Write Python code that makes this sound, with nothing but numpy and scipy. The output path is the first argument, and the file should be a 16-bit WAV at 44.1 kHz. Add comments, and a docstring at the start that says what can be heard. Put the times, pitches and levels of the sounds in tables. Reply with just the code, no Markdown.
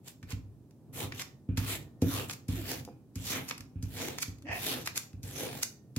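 """Steel blade smoothing a foil lid.

A flat blade strokes a foil lid on a table, close by in a small room. It lands with a thud of
the table top, hisses over the tiny creases, then ticks and snags at the rim as it lifts off.
Blows on the table rattle the blade, the pressed lid groans, and once the blade judders.
Under it all the table murmurs beneath the hands."""
import sys
import numpy as np
from scipy import signal
from scipy.io import wavfile
from scipy.ndimage import map_coordinates

SR = 44100
rng = np.random.default_rng(int(sys.argv[2]) if len(sys.argv) > 2 else 0)


def put_to_file(sound):
    """Save the sound as 16-bit audio at rate SR, in the file named by the first command-line argument."""
    columns = np.atleast_2d(sound).T  # one column per channel
    safe = np.clip(columns, -1, 1)
    whole_steps = np.round(safe * 32767)
    wavfile.write(sys.argv[1], SR, whole_steps.astype(np.int16))


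N = 263982
TIME_S = np.arange(N) / SR

# Event levels are relative; rise_s, fall_s and decay_s are 1/e times.
# table murmur spectrum: freq_hz, gain_db
MURMUR_SPECTRUM = [(20, -34.5), (45, -15.5), (62, -15), (90, -6), (130, 1), (175, -8.5), (260, -7),
                   (370, -14), (600, -25), (1000, -33.5), (2000, -51), (16000, -91.5)]
# rim catches, tightens, snaps free: snap_s, level_db, treble_db, rise_s
RIM_SNAGS = [(0.083, -54, 8, 0.0075), (0.323, -43, -1.5, 0.0066), (1.221, -38, 0, 0.0074),
             (2.336, -48.5, 9, .006), (3.489, -45.5, 9.5, 0.0046), (3.498, -45.5, 8.5, 0.0017),
             (4.229, -43, 13.5, 0.0096), (4.864, -43.5, 6.5, 0.0066), (4.96, -42.5, 2, 0.0033),
             (4.978, -35.5, 9.5, 0.0063), (5.6328, -35.5, 12.5, 0.0043), (5.651, -48, 0, 0.0038)]
# edge clicks over the rim: start_s, level_db, treble_db
RIM_TICKS = [(0.305, -41, 14), (0.709, -60.5, 2), (1.122, -32.5, -18), (1.196, -32.5, -2), (1.826, -56, 11),
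             (2.297, -30, -12), (2.31, -32.5, 3), (2.85, -43, 13), (3.51, -25.5, -22), (3.579, -40.5, 4),
             (3.607, -40.5, 2), (4.1848, -29, 0.5), (4.221, -38, 5), (4.23, -31, -25), (4.28, -46, 7),
             (4.385, -57, 4.5), (4.423, -51.5, 4), (4.874, -24, -5), (5.131, -55.5, -0.5)]
# foil rim spectrum: freq_hz, gain_db
RIM_SPECTRUM = [(300, -23), (900, -2.5), (1400, -0.5), (1800, 0), (2400, 3), (3100, -3.5), (3750, -3.5),
                (4400, 1), (5400, 2), (6800, 4), (8700, -4.5), (11500, -0.5), (16000, -11.5)]
# blade lands edge first: start_s, tick_db, treble_db, thud_db, brightness_hz
BLADE_LANDINGS = [(0.229, -49, -7.5, -41.5, 103), (1.573, -31, -0.5, -24.5, 115),
                  (2.018, -37.5, 6.5, -17.5, 214), (2.483, -42.5, 10, -25.5, 118),
                  (3.156, -41.5, 10, -32.5, 113), (3.826, -43.5, 12.5, -30, 93),
                  (5.231, -43.5, 11, -39, 105), (5.963, -35, 5.5, -26.5, 128)]
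# blade brushes the lid on its way off or back: crest_s, level_db, treble_db, rise_s
BLADE_BRUSHES = [(0.085, -56, 7, 0.026), (0.318, -50.5, -4.5, 0.028), (1.203, -50.5, 9, 0.042),
                 (2.305, -55.5, 7, 0.019), (4.965, -51.5, -3, .016), (5.57, -56.5, -10, 0.079)]
# strokes over the foil: start_s, length_s, to_crest_s, rise_s, fall_s, level_db,
# glide_db (re crest), treble_db, sparkle_db (re treble), treble_lead_s, weight_db
BLADE_STROKES = [ (0.923, 0.16, 0.097, 0.063, 0.042, -43, -29, 3, 0, 0.003, -43.5),
                 (1.573, 0.2, 0.14, 0.044, 0.053, -40, -8.5, 0.5, 5, 0.0055, -48),
                 (2.012, 0.25, 0.16, 0.069, 0.074, -41.5, -18, 5, 1.5, 0.015, -42.5),
                 (2.48, .33, 0.23, .05, 0.052, -42.5, -10.5, 1.5, 1.5, .004, -45),
                 (3.155, 0.38, 0.19, 0.068, 0.06, -39, -22.5, 4, -1, 0.037, -43),
                 (3.827, 0.375, .21, 0.073, 0.086, -43, -26, 4.5, 1, 0.02, -41),
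                 (4.512, 0.32, 0.21, 0.1, 0.059, -40.5, -14, 7, 0, 0.029, -41),
                 (5.234, 0.41, .19, 0.068, 0.072, -46.5, -11, 6, 1, .028, -41), ]
# creased foil spectrum: freq_hz, gain_db
FOIL_SPECTRUM = [(300, -16), (650, -4), (950, -3), (1500, -5.5), (2100, -6.5), (3100, -6), (4100, -7.5),
                 (5000, -8.5), (6000, -5), (7400, -6.5), (8600, -12), (10700, -8), (12800, -7.5),
                 (16000, -12)]
# lid pinned under the blade: freq_hz, width_hz, level_db
LID_RESONANCES = [(1890, 700, -1.5), (2490, 410, 0), (3030, 350, -4.5), (3800, 780, -1)]
# table top modes: freq_hz, level_db, t60_s
TABLE_MODES = [(63, -9, 0.61), (95.3, -5, 0.6), (102.44, -3.5, 0.55), (121, -4, 0.32), (151, -8.5, 0.11),
               (173.6, -6.5, 0.29), (234, -5, 0.15), (259.8, -6, 0.42), (275.4, -2.5, 0.31),
               (320, -16.5, 0.65), (363.5, -9.5, 0.18), (421, -9.5, 0.092), (468.2, -5, 0.12),
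               (504, -9, 0.11), (648.5, -13, 0.18), (702, -9, 0.096), (806, -3.5, 0.04)]
# free modes of the blade: freq_hz, level_db, t60_s
STEEL_MODES = [(768, 1, 1), (1087, -13.5, 0.92), (1834, -5.5, 0.82), (2430, 11, 0.14), (3610, 19, 0.12)]
# hands bump or lean on the table, and a hard rim tick knocks it: start_s, level_db, brightness_hz
TABLE_KNOCKS = [(0.33, -31.5, 96), (1.036, -35, 180), (1.489, -25, 115), (2.535, -34, 122),
                (2.877, -39.5, 700), (2.887, -41, 710), (3.509, -44.5, 600), (3.6, -44.5, 124),
                (3.757, -34, 95), (4.281, -36, 121), (4.492, -37.5, 100), (5.137, -38.5, 90)]
# blade rattling on the lid: freq_hz, width_hz, level_db
RATTLE_RESONANCES = [(1450, 500, -2), (2420, 190, -1.5)]
# pressed lid groans on the table: crest_s, level_db, pitch_hz, glide_oct_per_s
LID_GROANS = [(2.085, -38.5, 290, -3.5), (2.595, -41, 335, -8.5), (4.458, -44.5, 299, 4)]
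# juddering blade: freq_hz, width_hz, level_db
JUDDER_RESONANCES = [(710, 100, -6), (815, 480, -4), (1864, 170, -0.5), (2270, 600, -5.5),
                     (2520, 200, -5.5)]
# room decay: freq_hz, t60_s
ROOM_DECAY = [(100, 0.16), (500, 0.5), (2000, 0.29), (6500, 0.3), (10000, 0.21), (16000, 0.31)]
# microphone ports, left minus right: freq_hz, gain_db
PORT_BALANCE = [(100, -1.5), (500, -0.5), (1200, -2), (3000, -1.5), (4500, 1.5), (5400, -5), (6600, 0.5),
                (7500, -6.5), (8300, 4), (10300, 5.5), (12000, -2), (15500, -1.5)]


def gain_of(db):
    return 10 ** (np.asarray(db) / 20)


def unit_rms(x):
    return x / np.sqrt(np.mean(x ** 2) + 1e-20)


def curve_at(points, hz):
    freq_hz, value = np.transpose(points)
    return np.interp(np.log(hz + 1), np.log(freq_hz + 1), value)


def band(x, hz, kind, order=2):
    return signal.sosfilt(signal.butter(order, hz, kind, fs=SR, output="sos"), x)


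def convolve(x, taps):
    return signal.oaconvolve(np.atleast_2d(x), np.atleast_2d(taps), axes=1)[:, :N]


def colour(x, spectrum):
    """Minimum-phase filter with the given spectrum."""
    log_gain = np.log(gain_of(curve_at(spectrum, abs(np.fft.fftfreq(4096, 1 / SR)))))
    taps = np.fft.ifft(np.exp(np.conj(signal.hilbert(log_gain)))).real
    return convolve(x, taps).reshape(x.shape)


def ringing(modes):
    """Impulse response of a body with these modes."""
    t = np.arange(SR) / SR
    return sum(gain_of(db - 60 * t / t60_s) * np.sin(2 * np.pi * hz * t) for hz, db, t60_s in modes)


def resonate(x, resonances):
    """Broad parallel resonances, unit RMS in sum."""
    peaks = (gain_of(db) * unit_rms(signal.lfilter(*signal.iirpeak(hz, hz / width_hz, SR), x))
             for hz, width_hz, db in resonances)
    return unit_rms(sum(peaks))


def wander(rate_hz):
    """Random curve of about unit size."""
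    return np.interp(TIME_S * rate_hz, np.arange(N // 10), rng.standard_normal(N // 10))


def swell(crest_s, rise_s, fall_s, roundness=1.75):
    """Envelope of a push: builds to a rounded crest, lets go."""
    age_s = TIME_S - crest_s
    return np.exp(-abs(age_s / np.where(age_s < 0, rise_s, fall_s)) ** roundness)


def burst(grain, envelope):
    """Enveloped stereo grain; mean channel energy equals the envelope's."""
    return envelope * grain * np.sqrt(np.sum(envelope ** 2) / np.sum(envelope ** 2 * grain ** 2) * 2)


def murmur(rest_db=-56.5, push_db=-48, spread=0.32, hiss_db=-78):
    """The table rumbles under the hands, more with each stroke; faint steady hiss."""
    shared, *own = (unit_rms(colour(rng.standard_normal(N), MURMUR_SPECTRUM)) for _ in range(3))
    pushes = sum(swell(start_s + to_crest_s, rise_s=0.11, fall_s=0.16)
                 for start_s, _, to_crest_s, *_ in BLADE_STROKES)
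    hands = gain_of(rest_db) + gain_of(push_db) * pushes
    return hands * (shared + spread * np.array(own)) + gain_of(hiss_db) * rng.standard_normal((2, N))


def creases(slips_per_s, spread_db, clump_db, clump_hz, friction, coherence=0.27):
    """Tiny uneven slips over smooth friction, bunched at wrinkles; partly shared by the channels."""
    sizes = gain_of(spread_db * np.minimum(rng.exponential(1, N), 4))
    slips = unit_rms(sizes * (rng.random(N) < slips_per_s / SR))
    shared, *own = slips * rng.choice([-1, 1], (3, N)) + friction * rng.standard_normal((3, N))
    pair = np.sqrt(coherence) * shared + np.sqrt(1 - coherence) * np.array(own)
    return unit_rms(pair * gain_of(clump_db * wander(clump_hz)))


def radiate(drive, spectrum, split_hz):
    """Foil rasp below the split, fizz above; unit RMS each."""
    x = colour(drive, spectrum)
    return unit_rms(band(x, split_hz, "low", order=4)), unit_rms(band(x, split_hz, "high", order=4))


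def rim(tick_db=-1, tick_decay_s=0.0034, landing_decay_s=0.0091, snap_s=0.0032,
        lead_in_db=-20, lead_in_s=0.0052):
    """Edge on the foil rim: ticks, each after a faint, short lead-in of noise; snags swell and snap."""
    drive = creases(slips_per_s=5000, spread_db=1, clump_db=3, clump_hz=800,
                    friction=0.99, coherence=0.46)
    rasp, fizz = radiate(drive, RIM_SPECTRUM, split_hz=3720)
    out = np.zeros((2, N))
    ticks = [(*row, tick_decay_s) for row in RIM_TICKS]
    ticks += [(*row[:3], landing_decay_s) for row in BLADE_LANDINGS]
    for at_s, level_db, treble_db, decay_s in ticks:
        near = abs(TIME_S - at_s) < 0.08
        age_s, treble = TIME_S[near] - at_s, gain_of(treble_db)
        lead_in = gain_of(lead_in_db) * np.exp(-abs(age_s) / lead_in_s)
        envelope = np.where(age_s < 0, lead_in, np.exp(-abs(age_s) / decay_s))
        tick = burst(rasp[:, near], envelope) + treble * burst(fizz[:, near], envelope)
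        out[:, near] += gain_of(level_db + tick_db) * tick / np.hypot(1, treble)
    for at_s, level_db, treble_db, rise_s in RIM_SNAGS:
        near = abs(TIME_S - at_s) < 0.08
        age_s = TIME_S[near] - at_s
        envelope = np.exp(-abs(age_s) / np.where(age_s < 0, rise_s, snap_s))
        snag = burst(rasp[:, near], envelope) + gain_of(treble_db) * burst(fizz[:, near], envelope)
        out[:, near] += gain_of(level_db) * snag
    return out


def contact(touch_s=0.017, lift_s=0.025, weight_lag_s=0.011):
    """Blade envelopes. Per stroke, speed and sparkle crest first, then grip, then arm weight."""
    grip, speed, sparkle, weight = np.zeros((4, N))
    for (start_s, length_s, to_crest_s, rise_s, fall_s, level_db,
         glide_db, treble_db, sparkle_db, lead_s, weight_db) in BLADE_STROKES:
        down = np.clip((TIME_S - start_s) / touch_s, 0, 1)
        down *= np.clip((start_s + length_s - TIME_S) / lift_s + 0.5, 0, 1)
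        crest_s = start_s + to_crest_s
        # a light glide floors each swell: bright, spares the table
        sweep = down * np.hypot(swell(crest_s - lead_s, rise_s, fall_s), gain_of(glide_db + 1))
        press = down * np.hypot(swell(crest_s, rise_s, fall_s), gain_of(glide_db))
        lean = down * np.hypot(swell(crest_s + weight_lag_s, rise_s, fall_s), gain_of(glide_db - 4.5))
        grip += gain_of(level_db) * press
        speed += gain_of(level_db + treble_db) * sweep
        sparkle += gain_of(level_db + treble_db + sparkle_db) * sweep
        weight += gain_of(weight_db) * lean
    for crest_s, level_db, treble_db, rise_s in BLADE_BRUSHES:
        brush = gain_of(level_db) * swell(crest_s, rise_s, fall_s=0.022)
        grip += brush
        speed += gain_of(treble_db) * brush
        sparkle += gain_of(treble_db + 1) * brush
        weight += gain_of(-3.5) * brush
    return grip, speed, sparkle, weight


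def drift(x, depth_db, rate_hz):
    """Broad bands come and go as the contact slides over the foil."""
    hz, t, spectra = signal.stft(x, SR, nperseg=512)
    grid = np.meshgrid(np.log2(1 + hz / 400) * 3, t * rate_hz, indexing="ij")
    field = map_coordinates(rng.standard_normal((32, 256)), grid, order=1, mode="mirror")
    return signal.istft(spectra * gain_of(depth_db * field), SR, nperseg=512)[1][:, :N]


def scrape(sparkle_hz=10500, rasp_db=-2, grit_db=-3, hiss_db=-1, table_db=-0.5):
    """Creases rasp under the edge, coarse ones ring the lid; speed adds hiss, weight shakes the table."""
    fine = creases(slips_per_s=3000, spread_db=3.5, clump_db=1.6, clump_hz=200, friction=0.65)
    rasp, fizz = radiate(drift(fine, depth_db=4.5, rate_hz=14), FOIL_SPECTRUM, split_hz=3280)
    coarse = creases(slips_per_s=1100, spread_db=3, clump_db=1.8, clump_hz=150, friction=0.35)
    lid = resonate(drift(coarse, depth_db=2.5, rate_hz=15), LID_RESONANCES)
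    grit = unit_rms(band(lid, [1400, 4600], "band"))
    grip, speed, sparkle, weight = contact()
    crunch = grip * (gain_of(rasp_db) * rasp + gain_of(grit_db) * grit)
    hiss = speed * band(fizz, sparkle_hz, "low", order=5)
    hiss += sparkle * band(fizz, sparkle_hz, "high", order=5)
    ring = band(convolve(fine.mean(0), ringing(TABLE_MODES)), 260, "high", order=3)
    table = unit_rms(unit_rms(ring) + unit_rms(band(fine, [280, 620], "band")))
    return crunch + gain_of(hiss_db) * hiss + gain_of(table_db) * weight * table


def steel_ring(drive, ring_db=-25):
    """Every slip leaves the blade ringing faintly."""
    ring = ringing(STEEL_MODES)
    return gain_of(ring_db) * convolve(drive, ring / np.linalg.norm(ring))


def blows(delay_s=0.00454):
    """Knocks on the table, plus a blow just after each landing: start_s, level_db, brightness_hz."""
    return TABLE_KNOCKS + [(start_s + delay_s, db, hz) for start_s, _, _, db, hz in BLADE_LANDINGS]


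def thuds(boost_db=3):
    """Each blow rings the table; a short, hard one reaches higher modes and spares the lowest."""
    out, ring = np.zeros(N), ringing(TABLE_MODES)
    for start_s, level_db, brightness_hz in blows():
        thud = band(ring, 2.1 * brightness_hz, "low", order=3)
        thud = band(thud, max(0.45 * brightness_hz, 50), "high", order=3)
        span = out[round(start_s * SR):][:len(thud)]
        span += gain_of(level_db + boost_db) * thud[:len(span)] / abs(thud).max()
    return out


def rattle(rattle_db=-36, decay_s=0.066):
    """Each blow leaves the blade buzzing faintly against the lid."""
    shake = sum(gain_of(db + rattle_db) * (TIME_S > start_s) * np.exp(-abs(TIME_S - start_s) / decay_s)
                for start_s, db, _ in blows())
    buzz = resonate(rng.standard_normal((2, N)), RATTLE_RESONANCES)
    return shake * unit_rms(band(buzz, [900, 3200], "band"))


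def groans(waver=0.06, overtone_db=-14):
    """Quick, near-regular stick-slip of lid on table: a short, low, sliding tone."""
    out = np.zeros(N)
    for crest_s, level_db, pitch_hz, glide_oct_per_s in LID_GROANS:
        glide_oct = np.clip(glide_oct_per_s * (TIME_S - crest_s), -1, 1)
        freq_hz = pitch_hz * 2 ** glide_oct * (1 + waver * wander(rate_hz=150))
        phase = 2 * np.pi * np.cumsum(freq_hz) / SR
        tone = unit_rms(np.sin(phase) + gain_of(overtone_db) * np.sin(2 * phase))
        out += gain_of(level_db) * swell(crest_s, rise_s=0.019, fall_s=0.027) * tone
    return out


def judder(level_db=-35.5, rasp_db=-17):
    """Dragged flat, the blade rings with coarse stick-slip; thin rasp above."""
    drive = creases(slips_per_s=1100, spread_db=1.5, clump_db=3, clump_hz=230, friction=0.89)
    ring = unit_rms(band(resonate(drive, JUDDER_RESONANCES), 2760, "low", order=6))
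    rasp = unit_rms(band(drive, [4300, 6200], "band"))
    envelope = swell(crest_s=4.506, rise_s=0.025, fall_s=0.071)
    return gain_of(level_db) * envelope * (ring + gain_of(rasp_db) * rasp)


def reflections(x, predelay_s=0.006, taps_per_s=6000):
    """Sparse echoes, a set per microphone; each band dies at its own rate."""
    taps = rng.choice([-1., 1.], (2, SR // 2)) * (rng.random((2, SR // 2)) < taps_per_s / SR)
    hz, t, spectra = signal.stft(taps, SR, nperseg=128)
    decay = gain_of(-60 * t / curve_at(ROOM_DECAY, hz)[:, None])
    tail = signal.istft(spectra * decay, SR, nperseg=128)[1]
    tail /= np.linalg.norm(tail, axis=1, keepdims=True)
    return convolve(x, np.pad(tail, ((0, 0), (round(predelay_s * SR), 0))))


def room(x, sets=5, fade_s=0.05):
    """The hands move, so each set of reflections fades into the next, in a cycle."""
    offsets = TIME_S / fade_s - np.arange(sets)[:, None]
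    distances = abs((offsets + sets / 2) % sets - sets / 2)
    fades = np.cos(np.pi / 2 * np.minimum(distances, 1))
    return sum(reflections(x * fade) for fade in fades)


def scene(foil_send_db=-8, table_send_db=-13, right_lag_samples=4):
    """Foil and table in a small room; direct sound reaches the right microphone later."""
    foil = scrape() + rim() + judder() + rattle()
    foil += steel_ring(foil)
    table = thuds() + groans()
    left, right = foil + table
    direct = np.array([left, np.pad(right, (right_lag_samples, 0))[:N]])
    return direct + room(gain_of(foil_send_db) * foil + gain_of(table_send_db) * table) + murmur()


def record(dry, low_cut_hz=53, high_cut_hz=15900):
    """Colour of each microphone port, low cut, band limit."""
    ports = np.array([colour(x, [(hz, side * db / 2) for hz, db in PORT_BALANCE])
                      for x, side in zip(dry, (1, -1))])
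    ports = band(ports, low_cut_hz, "high", order=4)
    lowpass = signal.firwin(511, high_cut_hz, window=("kaiser", 9), fs=SR)
    return signal.oaconvolve(ports, lowpass[None], "same", axes=1)


dry = scene()
out = record(dry)
put_to_file(out)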